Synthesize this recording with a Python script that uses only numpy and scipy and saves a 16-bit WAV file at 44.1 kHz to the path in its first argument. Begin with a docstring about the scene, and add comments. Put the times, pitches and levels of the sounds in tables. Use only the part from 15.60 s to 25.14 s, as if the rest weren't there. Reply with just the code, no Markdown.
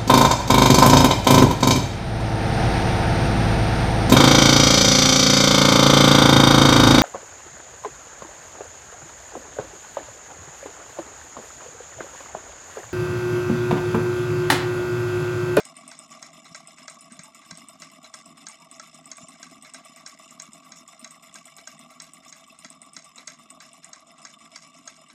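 """Small wooden workshop: two model steam engines drive belts and miniature machines.
The slow engine knocks about three times a second as its crank strikes and rebounds; noise puffs on both strokes.
The fast one turns about nine times a second: a catch ticks sharply on some turns, and a repeated run of
blows rattles loose linkage, clacks in the frame and thumps in the baseboard. Around them belts and pulleys
patter, scrape and squeak, a faint high hiss comes in bursts, and the close walls hollow out narrow bands."""
import sys
import numpy as np
from scipy import signal
from scipy.fft import rfft, irfft
from scipy.io import wavfile

SR = 44100
rng = np.random.default_rng(int(sys.argv[2]) if len(sys.argv) > 2 else 0)


def wav_out(sig):
    """Save sig, one row per channel (or a flat mono array), as 16-bit PCM at SR to the path in sys.argv[1]."""
    wavfile.write(sys.argv[1], SR, np.round(np.clip(np.atleast_2d(sig).T, -1, 1) * 32767).astype(np.int16))


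N = 420713

# body resonances: f/Hz, half-width/Hz, relative level/dB
BOARD_MODES = [(165.1, 12.7, -1.5), (215.3, 14.4, -3), (252.7, 29, 2), (306, 48.5, -11)]  # wooden baseboard
FRAME_MODES = [(472, 13, -20.5), (661, 36.7, 1), (772.6, 58, -9.5), (1034, 66, -13.5), (1151, 63.4, 5),
               (1343, 28, -7)]  # engine frame
METAL_MODES = [(1672, 39, -7), (2055, 129, 3.5), (2272, 34, 7), (2624, 96, 3), (2808, 57, 6.5),
               (3046, 56, 3.5), (3420, 210, -3), (3583, 48, 2.5), (4066, 130, -1.5), (4525, 71, -4.5),
               (5164, 91, 7.5), (5650, 320, -2), (6147, 53, 1.5), (7055, 49, 12), (7670, 220, 3),
               (8450, 120, 1.5), (9250, 170, -11), (10110, 88, -15), (10320, 160, -14.5),
               (10400, 140, -9.5), (11350, 200, -16)]  # small metal parts
CRANK_MODES = [(627, 39.4, 0), (790, 140, -12.5), (1074, 194, -9.5), (1307, 53, 1.5), (1585, 73, -1),
               (2028, 94, -3), (2084, 243, -7), (3374, 125, -10), (3986, 114, -4), (4523, 63, -2.5),
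               (4750, 130, -7), (5390, 210, -2.5), (5566, 133, -3), (6120, 91, -6), (6557, 176, 1),
               (7410, 110, -0.5), (7680, 96, -9.5), (8300, 180, -8.5)]  # knocking crank of the slow engine
EXHAUST_MODES = [(1670, 140, 8), (2160, 280, 15.5)]  # exhaust pipe of the slow engine
# blows within every fast turn, like the teeth of a worn gear:
# delay/s, relative rattle/dB, relative clack/dB, relative thump/dB
TURN_BLOWS = [(-.0025, -4.5, -9, -3.5), (.0035, -6, -6, -14.5), (.0098, -4.5, -8, -8.5),
              (0.019, -4.5, -10.5, -6.5), (0.0323, -3.5, -10.5, -10), (.043, -4, -6, -6),
              (0.0547, -7, -10, -6), (0.066, -28, -7, -5.5), (0.067, -6, -10.5, -10.5),
              (0.086, -11.5, -12.5, -10.5), (0.099, -8, -12, -11.5)]
# how hard the fast engine shakes its parts: t/s, rattle/dB, clack/dB
FAST_SHAKE = [(0, -52.5, -52.5), (1, -54.5, -55.5), (2.2, -54, -55.5), (3.7, -55.5, -55.5),
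              (4.3, -55, -54.5), (5.4, -56.5, -56), (6.2, -55.5, -55.5), (6.7, -57.5, -59),
              (7.1, -59.5, -56), (7.6, -57, -57.5), (7.95, -57, -55), (8.3, -60.5, -56.5),
              (9.1, -56, -55.5), (9.5, -59, -60.5)]
# slow-engine strokes: t/s, knock/dB, brightness/(dB/octave), relative puff/dB, relative return puff/dB
SLOW_STROKES = [(0.0021, -33.5, 0.8, -59.5, -65), (0.315, -36.5, 1.5, -60, -59),
                (0.627, -33, 3, -56, -65.5), (0.947, -33, 2, -56.5, -58), (1.2805, -31.5, 1.5, -57.5, -59),
                (1.592, -35.5, 1.5, -58.5, -60), (1.9099, -31.5, 2.5, -61, -66.5),
                (2.2204, -34.5, 2.5, -57.5, -65.5), (2.5402, -32, 3, -69.5, -67.5),
                (2.8677, -31.5, 3.5, -57.5, -67.5), (3.1973, -33, 1.5, -62, -69),
                (3.5159, -30.5, 4.5, -61, -65), (3.8295, -33.5, 3.2, -57.5, -56.5),
                (4.1446, -34.5, 2, -56, -59), (4.4624, -32, 3.3, -58.5, -62.5),
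                (4.7988, -31.5, 4, -57.5, -65), (5.1202, -36.5, 2.5, -61.5, -75),
                (5.445, -32.5, 4.5, -59.5, -70.5), (5.7567, -35.5, 2, -61, -71),
                (6.0734, -31.5, 2.8, -61, -60), (6.401, -33.5, 4.5, -57, -63),
                (6.7257, -36.5, 3.5, -59, -69), (7.0468, -34.5, 2.3, -61.5, -82),
                (7.366, -31.5, 4.5, -57.5, -59), (7.676, -29.5, 4, -54.5, -75),
                (8.0033, -40, 2.5, -56.5, -58), (8.3318, -33.5, 4, -60, -66.5),
                (8.651, -33.5, 2, -57.5, -76), (8.9595, -32, 3, -67, -69), (9.276, -31.5, 3.5, -60, -65.5)]


def amp(db):
    """Amplitude ratio of a level in dB."""
    return 10 ** (np.asarray(db) / 20)


def evened(x):
    """x scaled to rms 1."""
    return x / np.sqrt(np.mean(x ** 2) + 1e-20)


def sized(x, db, seconds):
    """x scaled to the energy of a sound at rms level db lasting so many seconds."""
    return x * amp(db) * np.sqrt(seconds * SR / (np.sum(x ** 2) + 1e-20))


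def add(mix, s, sound):
    """Add sound into mix at time s, cropped at both ends."""
    start = round(s * SR)
    sound = sound[max(-start, 0):]
    part = mix[max(start, 0):][:len(sound)]
    part += sound[:len(part)]


def read(curve, s):
    """Every column of a curve, interpolated at the times s."""
    at, *columns = np.transpose(curve)
    return np.array([np.interp(s, at, column) for column in columns])


def wander(cutoff_hz):
    """Random drift: noise below cutoff_hz, rms 1."""
    hz = np.fft.rfftfreq(N, 1 / SR)
    return evened(irfft(rfft(rng.standard_normal(N)) * (hz < cutoff_hz), N))


def ring(modes, size=8192, lag_s=0.00296):
    """Click response, energy 1, of a body with steep-sided resonances and dispersive bending waves."""
    signed_hz = np.fft.fftfreq(size, 1 / SR)
    hz = abs(signed_hz)
    power = sum(amp(db) ** 2 / (1 + ((hz - f) / width) ** 2) ** 2 for f, width, db in modes)
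    log_gain = np.log(power + 1e-10) / 2
    minimum_phase = np.conj(signal.hilbert(log_gain))
    # treble arrives first: delay = lag_s * (sqrt(1000 / f) - sqrt(1000 / Nyquist)), here integrated over f
    travel = np.sign(signed_hz) * np.sqrt(1000) * (2 * np.sqrt(hz) - hz / np.sqrt(SR / 2))
    spectrum = np.exp(minimum_phase - 2j * np.pi * lag_s * travel)
    response = np.fft.ifft(spectrum).real[:size // 2]
    return response / np.linalg.norm(response)


def spots(modes, spread_db, count=16):
    """Responses of one body struck at different spots: each favours other resonances."""
    favour = rng.standard_normal((count, len(modes)))
    return [ring([(f, width, db + spread_db * v) for (f, width, db), v in zip(modes, row)])
            for row in favour]


def shaken(force, modes, spread_db, size=512, count=8):
    """A running force whose point of contact jumps over the body every size samples."""
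    where = rng.integers(0, count, N // size + 1).repeat(size)[:N]
    bodies = spots(modes, spread_db, count=count)
    return sum(signal.oaconvolve(force * (where == k), body)[:N] for k, body in enumerate(bodies))


def chatter(t, decay_s, per_s):
    """A first contact followed by a dying random shower of others, energy 1."""
    contacts = rng.standard_normal(len(t)) * (rng.random(len(t)) < per_s / SR)
    contacts[0] = rng.choice([-1, 1])
    burst = contacts * np.exp(-t / decay_s)
    return burst / np.linalg.norm(burst)


def fast_turns():
    """Times at which the fast crank passes dead centre, from its integrated speed."""
    # speed of the fast engine: t/s, speed/(turns/s)
    speed = [(0.0, 8.908), (1.03, 8.7357), (1.25, 8.9845), (2.36, 8.7309), (3.72, 8.7953), (4.41, 8.9247),
             (4.63, 8.5268), (4.83, 8.8423), (5.57, 8.5448), (5.96, 8.9892), (6.47, 8.6574), (6.67, 8.8174),
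             (8.03, 8.7112), (8.41, 8.9451), (8.98, 8.9524), (9.5, 8.6414)]
    first_s = .0532
    t = np.arange(round(first_s * SR), N) / SR
    turns = np.cumsum(read(speed, t)[0]) / SR
    return np.interp(np.arange(int(turns[-1]) + 1), turns, t)


def surge(depth_db=4.0, peak_turn=0.34, follow=0.35):
    """Belt pull, rms 1: peaks a third into each fast turn and slackens when the engine runs easily."""
    t, times = np.arange(N) / SR, fast_turns()
    turns = np.interp(t, times, np.arange(len(times)))
    effort_db = read(FAST_SHAKE, t).mean(0)
    return evened(amp(depth_db * np.cos(2 * np.pi * (turns - peak_turn)) + follow * effort_db))


def air():
    """Faint steady outdoor noise: shaped Gaussian noise."""
    # noise colour: f/Hz, relative density/dB
    colour = [(30, -36), (75, 5), (110, -7), (150, 12.5), (430, -3), (1000, -59), (3000, -2.5), (8000, -49),
              (12000, -29), (16000, -38)]
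    hz, (f, db) = np.fft.rfftfreq(N, 1 / SR), np.transpose(colour)
    gain = amp(np.interp(np.log(hz + 1), np.log(f), db))
    return amp(-69.5) * evened(irfft(rfft(rng.standard_normal(N)) * gain, N))


def high_hiss(decay_s=0.031):
    """Faint high hiss: a decaying burst of noise at every fast turn."""
    # hiss colour: f/Hz, half-width/Hz, relative level/dB
    hiss_modes = [(10860, 159, 5.5), (13105, 240, 3), (13600, 530, -3)]
    # hiss level: t/s, level/dB
    level = [(1.5, -78.5), (2.1, -68), (2.9, -79), (5.3, -69.5), (6.6, -71), (7.3, -79), (8.1, -75),
             (8.5, -100)]
    envelope, t = np.zeros(N), np.arange(SR // 8) / SR
    for s in fast_turns():
        add(envelope, s, np.exp(-t / decay_s))
    bursts = envelope * rng.standard_normal(N) * amp(4.5 * wander(200))
    hiss = evened(shaken(bursts, hiss_modes, spread_db=4))
    return amp(read(level, np.arange(N) / SR)[0]) * hiss


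def shafting(modes, db, per_s, swell_db, spread_db=6):
    """Belts, pulleys and little machines: sparse random contacts patter unevenly in one body."""
    contacts = rng.standard_normal(N) * (rng.random(N) < per_s / SR) * amp(swell_db * wander(35))
    return amp(db) * evened(shaken(contacts, modes, spread_db))


def bearing_song():
    """Running bearings sing faintly: dense random contacts excite narrow resonances."""
    # bearing resonances: f/Hz, half-width/Hz, relative level/dB
    bearing_modes = [(3622, 28, 6), (3867, 55, -8.5), (5304, 40, -4), (7200, 47, -10)]
    return shafting(bearing_modes, db=-69.5, per_s=8000, swell_db=1.0, spread_db=6.5)


def clatter(db=-62, per_s=32, scatter_db=3.5, decay_s=0.0061, spread_db=7):
    """Little hammers and levers land at random, each a short clump of contacts with its own tone."""
    out, t, bodies = np.zeros(N), np.arange(SR // 20) / SR, spots(METAL_MODES, spread_db, count=32)
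    for s in np.flatnonzero(rng.random(N) < per_s * surge() / SR) / SR:
        hit = signal.fftconvolve(chatter(t, decay_s, per_s=1200), bodies[rng.integers(len(bodies))])
        add(out, s, amp(scatter_db * np.clip(rng.standard_normal(), -2, 2)) * hit)
    return amp(db) * evened(out)


def squeaks(waver_hz=35):
    """Dry bearings squeak or a pulley groans: short sines of wavering pitch."""
    # t/s, length/s, f/Hz, level/dB (rms at the crest)
    tones = [(1.63, 0.091, 866, -57), (2.87, 0.065, 867, -57), (2.974, 0.11, 950, -57),
             (3.602, 0.068, 7200, -48.5)]
    out, waver = np.zeros(N), wander(150)
    for s, length_s, hz, db in tones:
        pitch_hz = hz + waver_hz * waver[round(s * SR):][:round(length_s * SR)]
        tone = np.sqrt(2) * np.sin(2 * np.pi * np.cumsum(pitch_hz) / SR)
        add(out, s, amp(db) * signal.windows.hann(len(tone)) * tone)
    return out


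def scrapes():
    """A slipping belt rasps on its pulley: short swells of noise through the pulley's resonances."""
    # t/s, length/s, level/dB (at the crest)
    slips = [(0.397, 0.081, -54), (0.5, 0.036, -48.5), (3.128, 0.07, -51.5), (3.332, 0.038, -56),
             (3.545, 0.2, -57), (5.136, 0.084, -49), (6.669, 0.048, -47.5), (8.462, 0.041, -56),
             (9.15, .05, -54)]
    # pulley resonances: f/Hz, half-width/Hz, relative level/dB
    pulley_modes = [(5570, 230, 8), (6700, 450, 3), (7250, 450, 3)]
    grip = np.zeros(N)
    for s, length_s, db in slips:
        add(grip, s, amp(db) * signal.windows.hann(round(length_s * SR)))
    friction = rng.standard_normal(N) * amp(4 * wander(120))
    return grip * evened(shaken(friction, pulley_modes, spread_db=4))


def bumps(width_hz=35):
    """Single dull blows on the baseboard, one resonance each; pitch depends on where they land."""
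    # t/s, level/dB, f/Hz
    blows = [(0.905, -49, 171.5), (1.512, -45.5, 224), (1.584, -44.5, 174), (1.913, -44, 176),
             (3.624, -46, 170), (4.881, -46.5, 225), (7.049, -46.5, 247)]
    out = np.zeros(N)
    for s, db, hz in blows:
        add(out, s, sized(ring([(hz, width_hz, 0)]), db, seconds=0.0095))
    return out


def clacks(decay_s=0.0049):
    """Some return strokes of the slow engine clack: a few contacts shake metal, frame and exhaust pipe."""
    # t/s, level/dB
    hits = [(.526, -47.5), (1.183, -48), (2.778, -53), (3.579, -46), (4.361, -51.5), (5.328, -50),
            (8.855, -49.5)]
    out, t = np.zeros(N), np.arange(SR // 20) / SR
    body = ring(METAL_MODES) + ring(FRAME_MODES) + ring(EXHAUST_MODES)
    for s, db in hits:
        hit = signal.fftconvolve(chatter(t, decay_s, per_s=440), body)
        add(out, s, sized(hit, db, seconds=0.012))
    return out


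def clanks(decay_s=0.013, crank_db=-1):
    """Some slow return strokes clank a loose rod: it rattles, rings and shakes the crank with it."""
    # t/s, level/dB
    hits = [(0.852, -50), (2.443, -47), (4.046, -49), (5.983, -49), (7.579, -44.5), (9.499, -52.5)]
    # rod resonances: f/Hz, half-width/Hz, relative level/dB
    rod_modes = [(486, 79.4, -5), (1170, 220, -4.5), (2230, 109, -0.5), (4006, 200, 3.5)]
    out, t, crank = np.zeros(N), np.arange(SR // 25) / SR, ring(CRANK_MODES)
    for (s, db), rod in zip(hits, spots(rod_modes, spread_db=2.5, count=len(hits))):
        body = rod + amp(crank_db) * crank
        hit = signal.fftconvolve(chatter(t, decay_s, per_s=1600), body)
        add(out, s, sized(hit, db, seconds=0.026))
    return out


def puffs(rise_s=0.0018, decay_s=0.035, back_s=0.219, back_rise_s=0.011, grain_db=0.2):
    """Steam noise puffs with each knock, and again with a slower onset on the return stroke."""
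    flow, t = np.zeros(N), np.arange(SR // 3) / SR
    for s, _, _, db, back_db in SLOW_STROKES:
        add(flow, s, amp(db) * (1 - np.exp(-t / rise_s)) * np.exp(-t / decay_s))
        add(flow, s + back_s, amp(back_db) * (1 - np.exp(-t / back_rise_s)) * np.exp(-t / decay_s))
    steam = flow * evened(rng.standard_normal(N) * amp(grain_db * wander(340)))
    in_metal = shaken(steam, METAL_MODES, spread_db=4.0)
    in_crank = shaken(steam, CRANK_MODES, spread_db=2.5)
    in_pipe = shaken(steam, EXHAUST_MODES, spread_db=29.0)
    return in_metal + amp(8.5) * in_crank + amp(6.0) * in_pipe


def linkage(modes, turn_db, blow_db, decay_s, per_s, jitter_s, scatter_db, spread_db):
    """Every turn repeats one run of blows, each a little early or late and on another spot."""
    lead_s = .01  # room for blows ahead of dead centre
    out, bodies, t = np.zeros(N), spots(modes, spread_db), np.arange(SR // 25) / SR
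    delays_s = np.transpose(TURN_BLOWS)[0]
    for s, level_db in zip(fast_turns(), turn_db):
        turn = np.zeros(SR // 4)
        chance = rng.standard_normal((len(TURN_BLOWS), 2))
        for delay_s, db, (late, hard) in zip(delays_s, blow_db, chance):
            body = bodies[rng.integers(len(bodies))]
            blow = signal.fftconvolve(chatter(t, decay_s, per_s), body)
            add(turn, lead_s + delay_s + jitter_s * late, amp(db + scatter_db * hard) * blow)
        add(out, s - lead_s, sized(turn, level_db, seconds=0.1))
    return out


def fast_engine(thump_db=-61):
    """Loose linkage shakes metal, frame and baseboard; the level varies from turn to turn."""
    # turn-to-turn standard deviation: rattle/dB, clack/dB, thump/dB
    scatter = (2.1, 1.5, 3)
    times = fast_turns()
    rattle_chance, clack_chance, thump_chance = (rng.standard_normal((len(times), 3)) * scatter).T
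    rattle_db, clack_db = read(FAST_SHAKE, times)
    board_db = thump_db + rattle_db - rattle_db.mean()  # thumps follow the rattle
    _, on_metal, on_frame, on_board = np.transpose(TURN_BLOWS)
    rattle = linkage(METAL_MODES, rattle_db + rattle_chance, on_metal, decay_s=0.0048, per_s=5000,
                     jitter_s=.0006, scatter_db=1.0, spread_db=4.0)
    clack = linkage(FRAME_MODES, clack_db + clack_chance, on_frame, decay_s=0.0063, per_s=3000,
                    jitter_s=0.001507, scatter_db=1.5, spread_db=5.5)
    thump = linkage(BOARD_MODES, board_db + thump_chance, on_board, decay_s=0.0037, per_s=600,
                    jitter_s=0.0014, scatter_db=2.5, spread_db=4.0)
    return rattle + clack + thump


def ticks(shake_db=-16, decay_s=0.00026, buzz_db=-7, buzz_decay_s=0.018,
          graze_db=-48, back_s=0.0448, back_db=-54, back_decay_s=0.0035):
    """A light catch grazes every turn and its spring clicks back; engaging, it snaps and buzzes."""
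    # turns on which the catch snaps fully home: t/s, level/dB
    snaps = [(0.0525, -30), (0.1668, -34), (0.2783, -31.5), (0.39, -31.5), (0.9596, -33), (1.073, -34),
             (1.2989, -31.5), (1.4084, -37), (1.5216, -33), (1.635, -32.5), (1.747, -36.5), (1.9734, -35),
             (2.0859, -32), (2.1996, -40), (2.5452, -34), (2.659, -38), (2.8856, -29.5), (3.1135, -34),
             (3.345, -37), (3.4569, -34), (3.5693, -36), (3.6847, -33), (4.0245, -35), (4.137, -30),
             (4.25, -38), (4.3613, -39), (4.475, -36), (4.7086, -34.5), (4.8212, -30.5), (4.9328, -33.5),
             (5.2784, -36), (5.3938, -36), (5.5086, -33), (5.7417, -33.5), (5.8553, -35.5), (5.966, -36),
             (6.1917, -39.5), (6.4196, -34), (6.5352, -34), (6.9885, -34.5), (7.1024, -33.5),
             (7.2172, -34.5), (7.3338, -38), (7.445, -37.5), (7.559, -37), (7.673, -32), (7.9034, -31.5),
             (8.1314, -40), (8.2448, -32.5)]
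    # catch, then its spring: f/Hz, half-width/Hz, relative level/dB
    catch_modes = [(7220, 540, 1.5), (8080, 390, 7.5), (8660, 150, 3.5), (9970, 49, -5), (9160, 29, -9)]
    spring_modes = [(6600, 340, -9), (10084, 140, 6.5), (11420, 160, -1)]
    out, t = np.zeros(N), np.arange(SR // 30) / SR
    metal, spring = ring(METAL_MODES), ring(spring_modes)
    for (s, db), catch in zip(snaps, spots(catch_modes, spread_db=7.0, count=len(snaps))):
        body = catch + amp(shake_db) * metal
        snap = signal.fftconvolve(chatter(t, decay_s, per_s=8500), body)
        buzz = signal.fftconvolve(chatter(t, buzz_decay_s, per_s=2400), body)
        add(out, s, sized(snap, db, seconds=0.00072))
        add(out, s, sized(buzz, db + buzz_db, seconds=0.0015))
    catch = ring(catch_modes)
    for s in fast_turns():
        for delay_s, body, db in ((0, catch, graze_db), (back_s, spring, back_db)):
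            click = signal.fftconvolve(chatter(t, back_decay_s, per_s=3500), body)
            add(out, s + delay_s, sized(click, db, seconds=0.0011))
    return out


def knocks(scatter=.07, scatter_db=0.8, colour_db=2.0, grit_db=-9, grit_decay_s=0.0041,
           echo_db=-11, echo_decay_s=0.057, loose_db=-7, loose_decay_s=0.093,
           onset_db=-14, onset_s=0.0022):
    """Slow crank strikes, rebounds; loose parts jingle and the walls scatter it back."""
    # contact and rebounds: delay/s, relative level/dB, cut-off/Hz
    rebounds = [(0, 0, 15000), (.0012, -4, 11100), (.002, -1.5, 4430), (.0038, 3, 2700),
                (.0075, -5.5, 3000)]
    out, t = np.zeros(N), np.arange(SR // 11) / SR
    for s, db, bright_db, _, _ in SLOW_STROKES:
        favour = colour_db * rng.standard_normal(len(CRANK_MODES))
        modes = [(f, width, level + v + bright_db * np.log2(f / 3000))
                 for (f, width, level), v in zip(CRANK_MODES, favour)]
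        body = ring(modes, lag_s=0.000989)
        grit = amp(grit_db) * chatter(t, grit_decay_s, per_s=5900)
        echo = amp(echo_db) * chatter(t, echo_decay_s, per_s=1700)
        jingle = amp(loose_db) * chatter(t, loose_decay_s, per_s=130)
        force = grit + echo + jingle
        chance = rng.standard_normal((len(rebounds), 2))
        for (delay_s, rebound_db, hz), (late, hard) in zip(rebounds, chance):
            push = t * np.exp(-2 * np.pi * hz * t)
            strength = amp(rebound_db + scatter_db * hard)
            add(force, delay_s * (1 + scatter * late), strength * push / push.sum())
        # a very short noise swell that softens the onset
        onset = amp(onset_db) * chatter(t, onset_s, per_s=SR)[::-1]
        knock = signal.fftconvolve(np.r_[onset, force], body)
        add(out, s - t[-1], sized(knock, db, seconds=0.0038))
    return out


def workshop(x):
    """Reflections from the close wooden walls cancel narrow bands of everything inside."""
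    # cancelled bands: f/Hz, half-width/Hz (at 1/e of the dip), level/dB
    hollows = [(1765, 44, -9.5), (2330, 25, 0), (3120, 58, -11), (3713, 76, -1), (4260, 73, -13),
               (4560, 50, -9.5), (5930, 100, -6), (6230, 92, -3), (7070, 150, -2), (7500, 98, -12),
               (9100, 63, -14)]
    hz = np.fft.rfftfreq(N, 1 / SR)
    dip_db = sum(db * np.exp(-((hz - f) / width) ** 2) for f, width, db in hollows)
    return irfft(rfft(x) * amp(dip_db), N)


def scene():
    """Both engines and the machines they drive inside the walls, plus outdoor air."""
    patter = (shafting(METAL_MODES, db=-67.5, per_s=9000, swell_db=4.5, spread_db=0.0)
              + shafting(FRAME_MODES, db=-64.5, per_s=900, swell_db=1.5)
              + shafting(BOARD_MODES, db=-66.0, per_s=180, swell_db=5.5))
    driven = surge() * (patter + bearing_song()) + clatter() + squeaks() + scrapes() + bumps()
    slow = clacks() + clanks() + puffs() + knocks()
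    fast = fast_engine() + ticks()
    return (workshop(high_hiss() + driven + slow + fast) + air())[None]


def record(dry):
    """The recorder's band limit: linear-phase low-pass at 15.85 kHz."""
    low_pass = signal.firwin(511, 15850, window=("kaiser", 9), fs=SR)
    return signal.oaconvolve(dry, low_pass[None], "same")


dry = scene()
out = record(dry)
wav_out(out)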